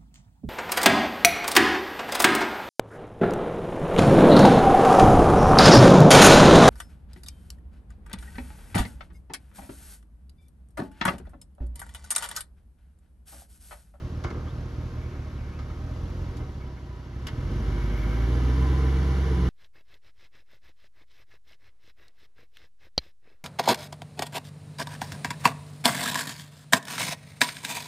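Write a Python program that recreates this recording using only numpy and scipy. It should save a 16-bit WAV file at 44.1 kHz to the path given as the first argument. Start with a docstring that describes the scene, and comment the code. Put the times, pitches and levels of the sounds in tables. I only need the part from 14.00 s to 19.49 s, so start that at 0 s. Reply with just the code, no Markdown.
"""Pickup creeping round a grassy yard

A V8 lopes at idle, sags almost to a stall, then pulls up to 1000 rpm: firing pulses and gas ring the exhaust.
Fan and belts rush under the bonnet as throbbing noise, pumps whine as wavering tones, the steering hisses.
Noise bursts with ringing modes make the chassis clunk and clack; faint noise-band whistles glide far off.
Exhaust and engine bay grow louder with engine speed, and as each turns towards the two microphone ports."""
import sys
import numpy as np
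from scipy import signal
from scipy.fft import rfft, irfft, next_fast_len
from scipy.io import wavfile
from scipy.ndimage import uniform_filter1d

SR = 44100
rng = np.random.default_rng(int(sys.argv[2]) if len(sys.argv) > 2 else 0)


def waveform_to_disk(signal):
    """Save audio, clipped to [-1, 1], as 16-bit WAV at the path in sys.argv[1]."""
    frames = np.transpose(np.atleast_2d(signal))
    scaled = np.clip(frames, -1, 1) * 32767
    samples = np.round(scaled).astype(np.int16)
    wavfile.write(sys.argv[1], SR, samples)


N = 242109
TIME = np.arange(N) / SR
SIZE = next_fast_len(N + 16384)  # padded, so that ringing does not wrap round
FREQS = np.fft.rfftfreq(SIZE, 1 / SR)

# engine speed: t/s, firings per second
ENGINE_SPEED = [(0.0, 39.36), (0.343, 39.02), (0.843, 40.31), (1.263, 36.76), (1.673, 36.58), (1.973, 42.2),
                (2.213, 44.15), (2.543, 34.44), (2.813, 30.16), (3.123, 29.88), (3.513, 46.85),
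                (3.713, 50.85), (4.013, 51.05), (4.323, 60.45), (4.693, 65.96), (5.193, 67.26),
                (5.49, 63.89)]
# cylinders in firing order; the uneven strengths make the lope: strength/dB, lateness/firing intervals
CYLINDERS = [(-0.5, -0.04), (-0.3, 0.04), (3.4, -0.01), (-3.6, -0.02), (-1.8, 0.07), (1.8, -0.05),
             (-1.9, 0.01), (3.4, 0)]
# how near the turning truck brings its bonnet and its tailpipe: t/s, nearness 0-1
BONNET_NEAR = [(2.9, 0.4), (3.8, 1)]
PIPE_NEAR = [(3.0, 0), (3.451, 0.77), (4.1, 0.98), (4.65, 1), (5.2, 0.07), (5.49, 0.65)]
# loudness of the exhaust boom: level at idle/dB, gain per doubling of speed/dB, gain when near/dB
BOOM_LEVEL = (-32.5, 12.6, 2.97)


def amp(db):
    """Decibels to gain."""
    return 10 ** (np.asarray(db) / 20)


def unit(x):
    """Scales to rms 1."""
    return x / np.sqrt(np.mean(x ** 2) + 1e-20)


def curve(rows, column=1):
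    """One column of a time table at every sample."""
    rows = np.asarray(rows)
    return np.interp(TIME, rows[:, 0], rows[:, column])


def spectrum(points):
    """A frequency table on every bin, interpolated along log frequency."""
    hz, value = np.transpose(points)
    return np.interp(np.log(FREQS + 1), np.log(hz + 1), value)


def shaped(x, gain):
    """Filters by a gain on every bin."""
    return irfft(rfft(x, SIZE) * gain, SIZE)[..., :N]


def ringing(points):
    """Minimum-phase response with the given spectrum: it rings only after a pulse."""
    log_gain = np.log(amp(spectrum(points)))
    cepstrum = irfft(log_gain, SIZE)
    # folding the cepstrum onto positive time makes the response causal
    cepstrum[1:SIZE // 2] *= 2
    cepstrum[SIZE // 2 + 1:] = 0
    return np.exp(rfft(cepstrum))


def steadied(x, lo_hz, hi_hz, size=11000):
    """Holds the slow level of one band at 1, so that a level curve can set it."""
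    band = shaped(x, (FREQS > lo_hz) & (FREQS < hi_hz))
    power = np.atleast_2d(band ** 2).mean(0)
    slow_power = uniform_filter1d(uniform_filter1d(power, size), size // 2)
    return x / np.sqrt(slow_power + 1e-20)


def noise():
    """Two unrelated white noises."""
    return rng.standard_normal((2, N))


def resonant_noise(hz, width_hz):
    """Noise in one steep resonance, at half gain half a width off its centre."""
    return unit(shaped(noise(), 1 / (1 + (2 * (FREQS - hz) / width_hz) ** 2)))


def wander(rate_hz):
    """Slow random drift of rms 1."""
    return unit(shaped(noise()[0], 1 / (1 + (FREQS / rate_hz) ** 4)))


def whine(hz, waver_hz, drift_hz=9):
    """A clean tone whose pitch wavers."""
    pitch = hz + waver_hz * wander(drift_hz)
    return unit(np.sin(2 * np.pi * np.cumsum(pitch) / SR))


def spread(pair):
    """Two unrelated signals become what the ports share and what they do not."""
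    # likeness of the sound at the two ports: f/Hz, likeness 0-1
    port_likeness = [(60, .99), (130, .98), (280, .96), (600, .84), (1300, .7), (2800, .62), (5000, .52),
                     (8000, .85), (13000, .8)]
    like = np.clip(spectrum(port_likeness), 0, 1)
    mid, side = shaped(pair, np.sqrt([(1 + like) / 2, (1 - like) / 2]))
    return np.array([mid + side, mid - side])


def loudness(law, nearness):
    """Gain of one part of the truck, from engine speed and how near that part is."""
    idle_db, speed_db, near_db = law
    idle_firings_per_s = 40
    doublings = np.log2(curve(ENGINE_SPEED) / idle_firings_per_s)
    return amp(idle_db + speed_db * doublings + near_db * curve(nearness))


def chirps(width_hz=130):
    """Each far whistle is a narrow band of noise carried along a glide, swelling and fading."""
    # whistles: start t/s, length/s, from f/Hz, to f/Hz, level at the height/dB
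    whistles = [(.46, .06, 2900, 3900, -63), (.88, .42, 2520, 2600, -69), (1.33, .04, 4200, 3800, -64),
                (1.36, .045, 3600, 2400, -63), (1.4, .1, 2480, 2180, -64.5), (1.5, .1, 2150, 2850, -63.5),
                (1.99, .08, 3100, 4300, -68), (2.63, .08, 2200, 4300, -70)]
    blur = wander(width_hz) + 1j * wander(width_hz)
    out = np.zeros(N)
    for start_s, length_s, from_hz, to_hz, db in whistles:
        on = (TIME > start_s) & (TIME < start_s + length_s)
        part = (TIME[on] - start_s) / length_s
        pitch = from_hz * (to_hz / from_hz) ** part
        carrier = np.exp(2j * np.pi * np.cumsum(pitch) / SR)
        swell = np.sqrt(np.sin(np.pi * part))
        out[on] += amp(db) * swell * (carrier * blur[on]).real
    return out


def knocks(blows, colour, rise_s=0.0007, grain_db=2):
    """Each blow sets loose parts rattling briefly, coloured by the resonances of the thing struck."""
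    grain = amp(grain_db * noise()[0])  # makes the rattle uneven
    rattle = spread(unit(noise() * grain))
    octaves = np.log2(np.maximum(FREQS, 200) / 1000)
    body = ringing(colour)
    out = np.zeros((2, N))
    for start_s, db, bright_db, decay_s in blows:
        age = np.maximum(TIME - start_s, 0)
        blow = (1 - np.exp(-age / rise_s)) * np.exp(-age / decay_s)
        response = body * amp(bright_db * octaves)
        response = response / np.sqrt(np.mean(abs(response) ** 2))
        out += amp(db) * shaped(blow * rattle, response)
    return out


def rings(blows, modes):
    """The struck metal rings on after each blow as decaying sines, joining the knocks together."""
    start_s, blow_db = np.transpose(blows)[:2]
    age = TIME[:SR // 2]
    ring = sum(amp(db - 60 * age / t60) * np.sin(2 * np.pi * hz * age) for hz, db, t60 in modes)
    hits = np.bincount((start_s * SR).astype(int), amp(blow_db), N)
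    return signal.oaconvolve(hits, ring)[:N]


def chassis_clunks():
    """Dull chassis clunks: short rattles with long low modes."""
    # blows: t/s, level/dB, brightness/dB per octave, decay time constant/s
    clunk_blows = [(.238, -36.5, 5, 0.012), (.245, -25, -3.5, 0.012), (.251, -30, -18, 0.009),
                   (.264, -38.5, -0.5, 0.042), (.303, -41, 5, 0.0047), (.3095, -34, -2, 0.011),
                   (.345, -35.5, -6, 0.12), (.472, -44.5, 1, 0.012), (1.589, -43.5, 2.5, 0.026),
                   (1.699, -44, 0.5, 0.017), (2.400, -31, -7.5, 0.028)]
    # colour of the struck chassis: f/Hz, level/dB
    clunk_colour = [(30, -19), (70, 17), (130, -3), (200, 1.5), (400, 9.5), (620, 0.5), (850, -1),
                    (1250, 6.5), (1480, 1.5), (1620, 2.5), (1900, -10), (2140, -0.5), (2500, -14),
                    (3000, -15), (4900, -18), (7000, -25), (15000, -56)]
    # what rings on: f/Hz, level re the blow/dB, t60/s
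    clunk_modes = [(374, -25, 0.75), (1016, -37, 0.3), (1210, -31, 0.095), (1346, -31, 0.33),
                   (1566, -34.5, 0.11), (2073, -25.5, 0.36), (2998, -26.5, 0.073)]
    return knocks(clunk_blows, clunk_colour) + rings(clunk_blows, clunk_modes)


def metal_clacks():
    """Sharp metal clacks: brief bright rattles with short modes."""
    # blows: t/s, level/dB, brightness/dB per octave, decay time constant/s
    clack_blows = [(2.368, -50, 8, 0.016), (3.267, -40, -2.5, 0.018), (3.2695, -35, 10, 0.0062),
                   (3.282, -37.5, -4, 0.0092)]
    # colour of the struck metal: f/Hz, level/dB
    clack_colour = [(300, -27), (780, 2), (1050, 0), (1800, 9), (2150, 5), (2600, 0), (3000, 8.5),
                    (3500, 5.5), (3900, -1.5), (4450, -2), (4900, 2), (6200, -11.5), (7000, -6.5),
                    (9000, -16.5), (15000, -27)]
    # what rings on: f/Hz, level re the blow/dB, t60/s
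    clack_modes = [(1100, -8.5, .13), (1556, -14, 0.078), (2150, -9, .12), (2920, -16, .12),
                   (4910, -16, 0.1), (6850, -21, .07)]
    return knocks(clack_blows, clack_colour) + rings(clack_blows, clack_modes)


def pump_whines(swell_hz=4):
    """Thin whines of pumps, wavering in pitch and swelling at random."""
    # whines: f/Hz, level/dB, pitch waver/Hz, depth of swelling 0-1
    pump_tones = [(383, -60.5, 3, .3), (616, -66, 8, .6)]
    return sum(amp(db) * whine(hz, waver_hz) * unit(1 + depth * wander(swell_hz))
               for hz, db, waver_hz, depth in pump_tones)


def steering_hiss(flutter_db=1.8, flutter_hz=14):
    """Turning the wheel forces fluid through the valve: a fluttering hiss that sings as the flow peaks."""
    # turns of the wheel: t at the height/s, half-length/s, drive level/dB
    wheel_turns = [(1.25, 0.45, -62), (2.312, 0.065, -63), (2.632, .03, -60), (2.78, 0.01, -61),
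                   (3.994, 0.28, -53)]
    # resonances of the valve: f/Hz, width/Hz, level/dB
    valve_resonances = [(2200, 280, -1), (1650, 260, -3), (1350, 450, -3)]
    # narrow noisy tones that come up faster than the hiss: f/Hz, width/Hz, level at full flow/dB
    valve_tones = [(2195, 80, -4), (12140, 110, -21), (12360, 130, -19)]
    hiss = sum(amp(db) * resonant_noise(hz, width) for hz, width, db in valve_resonances)
    sings = sum(amp(db) * resonant_noise(hz, width) for hz, width, db in valve_tones)
    flow = sum(amp(db) / (1 + ((TIME - s) / half_s) ** 4) for s, half_s, db in wheel_turns)
    sound = spread(flow * (hiss + flow / flow.max() * sings))
    return sound * amp(flutter_db * wander(flutter_hz))


def intake_hoot(waver_hz=16, drift_hz=45, rough=.7, rough_hz=30):
    """Air drawn through the intake holds one rough tone, strongest as the engine pulls."""
    # the intake's tone: t/s, f/Hz, level/dB
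    intake_tone = [(1.7, 1000, -75), (2.3, 970, -60), (2.9, 990, -63), (3.4, 1005, -68), (4.15, 1015, -56),
                   (4.45, 1028, -52), (4.62, 1018, -51), (4.74, 1020, -43.5), (4.86, 1015, -53),
                   (4.96, 1012, -50), (5.2, 992, -52), (5.37, 1010, -48), (5.49, 1005, -55)]
    tone = whine(curve(intake_tone), waver_hz, drift_hz)
    return amp(curve(intake_tone, column=2)) * unit(tone * (1 + rough * wander(rough_hz)))


def cyclic(count, fresh, size=4096):
    """Turbulence that partly repeats with every engine cycle, so it holds close-set lines."""
    pattern = noise()[:, :size]
    place = count / len(CYLINDERS) % 1 * size
    repeated = np.array([np.interp(place, np.arange(size), p) for p in pattern])
    fresh = np.clip(fresh, 0, 1)
    return np.sqrt(1 - fresh) * unit(repeated) + np.sqrt(fresh) * noise()


def puffs(count, between, length):
    """A gate that opens as each interval begins and dies away before the next, over a constant floor."""
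    return between + np.exp(-(count % 1) / length)


def engine_bay(count, tick_db=-16):
    """Fan and belt rush with valve ticks, throbbing with the firings and changing colour as the bonnet turns."""
    # colour turned away from the microphone, and facing it: f/Hz, level/dB
    away_colour = [(100, 19.5), (450, 1.5), (640, 2.5), (820, -4.5), (1150, -5), (1600, -8.5), (2500, -8),
                   (4000, -11), (5000, -11), (7000, -16), (10000, -23.5), (13000, -24.5)]
    facing_colour = [(200, -2), (600, -2.5), (900, -1.5), (1020, -0.5), (1120, -1.5), (1550, -3),
                     (1920, -6.5), (2150, -6), (2350, -8.5), (2520, -22), (2720, -12.5), (2920, -10),
                     (4000, -16.5), (6000, -19), (8200, -29), (10000, -26), (13000, -35)]
    # level at idle/dB, gain per doubling of speed/dB, gain when near/dB
    rush_level = (-51.5, 8.76, 2.5)
    fizz_level = (-62, 7.9, 8.3)
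    air = unit(cyclic(count, fresh=0.79) * puffs(count, between=4.3, length=0.65))
    # two ticks to a firing interval
    ticks = unit(cyclic(count, fresh=0.93) * puffs(2 * count, between=0, length=0.08))
    drive = spread(air + amp(tick_db) * ticks)
    facing = np.clip(curve(BONNET_NEAR), 0, 1)
    sound = (1 - facing) * shaped(drive, ringing(away_colour))
    sound = sound + facing * shaped(drive, ringing(facing_colour))
    # low rush and high fizz grow with speed at their own rates
    split_hz = 1820
    rush = shaped(sound, 1 / (1 + (FREQS / split_hz) ** 12))
    fizz = sound - rush
    return (loudness(rush_level, BONNET_NEAR) * steadied(rush, 350, 3800)
            + loudness(fizz_level, BONNET_NEAR) * steadied(fizz, 1780, 11400))


def underbody(x, echo=0.3, drift_s=0.000566, count=5):
    """Reflections between ground and body comb the sound, and shift as the truck turns."""
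    out = x.copy()
    delays_s = rng.uniform(0.002067, .016, count)
    slides = rng.uniform(-1.176, 1, count)
    for delay_s, slide in zip(delays_s, slides):
        late = delay_s + slide * drift_s * TIME / TIME[-1]
        reflection = np.array([np.interp(TIME - late, TIME, port, left=0) for port in x])
        out += echo / np.sqrt(count) * reflection
    return out / np.sqrt(1 + echo ** 2)


def firings(count, load, idle_rough=0.16, load_rough=0.08, jitter=.018, evening=.35):
    """One pulse a firing; cylinders differ in strength and delay, load evens them, and no two burns are alike."""
    number = np.arange(1, int(count[-1]) + 1)
    strength_db, late = np.array(CYLINDERS)[number % len(CYLINDERS)].T
    burn, slip = noise()[:, number]
    pull = np.interp(number, count, load)
    lope = 1 - evening * pull ** 2
    moment = number + lope * late + jitter * slip  # in firing intervals
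    at = np.interp(moment, count, np.arange(N)).astype(int)
    rough = idle_rough + (load_rough - idle_rough) * pull
    size = amp(lope * strength_db) + rough * burn
    return np.bincount(at, size, N)


def drones(count, load, waver=0.35, waver_hz=4):
    """A few wavering tones tied to the engine cycle stand out as the load peaks."""
    # tones: multiple of the engine cycle, level re the boom at full load/dB
    drone_tones = [(5, -19), (7, -19), (15, -17), (17, -21), (21.6, -12.5), (23.2, -20), (35, -24),
                   (43, -20), (48, -25), (53.2, -22.5), (56, -26)]
    cycle = count / len(CYLINDERS)
    tones = 0
    for multiple, db in drone_tones:
        swell = 1 + waver * wander(waver_hz)
        phase = 2 * np.pi * multiple * cycle + waver * wander(waver_hz)
        tones = tones + amp(db) * swell * np.sin(phase)
    return loudness(BOOM_LEVEL, PIPE_NEAR) * load ** 5 * np.sqrt(2) * tones


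def bark(count, pulses, load, idle_gas_db=4, load_gas_db=1.5):
    """Pulse fronts and gusts of gas ring the standing waves of the pipe; load firms and rebalances the lines."""
    # standing waves of the exhaust pipe: f/Hz, width/Hz, level at idle/dB, level under load/dB
    standing_waves = [(169.7, 16, -0.5, 6), (204.2, 18.6, 1, -4.5), (234, 38, 2.5, -3.5),
                      (252.4, 14.2, 5, 3), (281, 37, -0.5, -0.5), (327.4, 17.2, -5.5, 1),
                      (345.2, 11.7, 0.5, 0), (390.5, 34, -5.5, -3), (435.3, 43.6, -10, -4),
                      (496, 88, -11.5, -10), (605.7, 9.8, -7.5, -16), (800, 7.6, -38, -9.5)]
    # level at idle/dB, gain per doubling of speed/dB, gain when near/dB
    bark_level = (-46.5, 10.75, 4.4)
    gas = unit(spread(cyclic(count, fresh=0.48) * puffs(count, between=0.76, length=0.53)))
    fronts = np.sqrt(abs(pulses))  # the fronts differ less between cylinders than the pushes behind them
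    gas_db = idle_gas_db + (load_gas_db - idle_gas_db) * load
    drive = unit(fronts) + amp(gas_db) * gas
    hz, width, idle_db, load_db = np.transpose(standing_waves)[:, :, None]
    signs = (-1) ** np.arange(len(standing_waves))[:, None]  # neighbouring modes alternate in sign
    modes = signs / (1 + 1j * (FREQS ** 2 - hz ** 2) / (width * FREQS + 1e-9))
    idling = shaped(drive, (amp(idle_db) * modes).sum(0))
    pulling = shaped(drive, (amp(load_db) * modes).sum(0))
    sound = idling + load ** 2 * (pulling - idling)
    return loudness(bark_level, PIPE_NEAR) * steadied(sound, 220, 410)


def boom(pulses, load, idle_gas_db=-8, load_gas_db=-18):
    """Firing pulses and the churning gas behind them ring the muffler; the gas blurs the upper partials."""
    # response of muffler and tailpipe: f/Hz, level/dB
    muffler = [(22, -34.5), (33, -8), (41, -8.5), (50, 0), (62, 2.5), (80, -2.5), (89, -2.5), (101, -11),
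               (119, -3), (134, -7), (155, -18), (178, -14), (205, -26), (330, -28), (700, -76.5),
               (5000, -77.5)]
    # colour of the gas churning in the muffler: f/Hz, level/dB
    gas_colour = [(35, -3), (65, -3), (110, -2), (150, 4), (250, 2)]
    gas_db = idle_gas_db + (load_gas_db - idle_gas_db) * load
    gas = amp(gas_db) * shaped(spread(noise()), amp(spectrum(gas_colour)))
    muffled = shaped(gas + unit(pulses), ringing(muffler))
    return loudness(BOOM_LEVEL, PIPE_NEAR) * steadied(muffled, 30, 200)


def scene():
    """Engine speed and load drive the exhaust together; speed drives the engine bay too."""
    # engine load, under which the cylinders fire more evenly: t/s, load 0-1
    engine_load = [(0, 0), (2.4, 0.42), (3.15, 0), (3.6, 0), (4.4, 0.72), (5.49, 0.98)]
    first_firing = 0.147  # firing intervals the crank has already turned at the start
    count = first_firing + np.cumsum(curve(ENGINE_SPEED)) / SR
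    load = np.clip(curve(engine_load), 0, 1)
    pulses = firings(count, load)
    background = chirps() + chassis_clunks() + metal_clacks()
    under_bonnet = pump_whines() + steering_hiss() + intake_hoot() + underbody(engine_bay(count))
    exhaust = drones(count, load) + bark(count, pulses, load) + boom(pulses, load)
    return background + under_bonnet + exhaust


def record(dry):
    """The two ports differ in phase and level; then the low cut and the band limit."""
    # between the ports: f/Hz, lead of the left/radians
    port_phase = [(60, 0), (300, -.08), (1300, -.75), (1700, -1.3), (2100, -.65), (4100, -.2), (5150, .8),
                  (6700, -1), (7700, -2.9), (8900, -3.5), (11000, -6.1), (13000, -7.7), (14500, -9.4)]
    # between the ports: f/Hz, left minus right/dB
    port_tilt = [(60, -1), (250, -1.1), (600, -.9), (1200, -1.8), (2100, .5), (4000, 3), (7500, .5),
                 (13000, 0)]
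    low_cut_hz, edge_hz = 29, 13750
    # each port takes half of the difference
    half = np.exp(.5j * spectrum(port_phase)) * amp(spectrum(port_tilt) / 2)
    low_cut = 1 - 1 / (1 + (FREQS / low_cut_hz) ** 10)
    heard = shaped(dry, low_cut * np.array([half, 1 / half]))
    band_limit = signal.firwin(511, edge_hz, window=("kaiser", 9), fs=SR)
    return signal.oaconvolve(heard, band_limit[None], "same")


dry = scene()
out = record(dry)
waveform_to_disk(out)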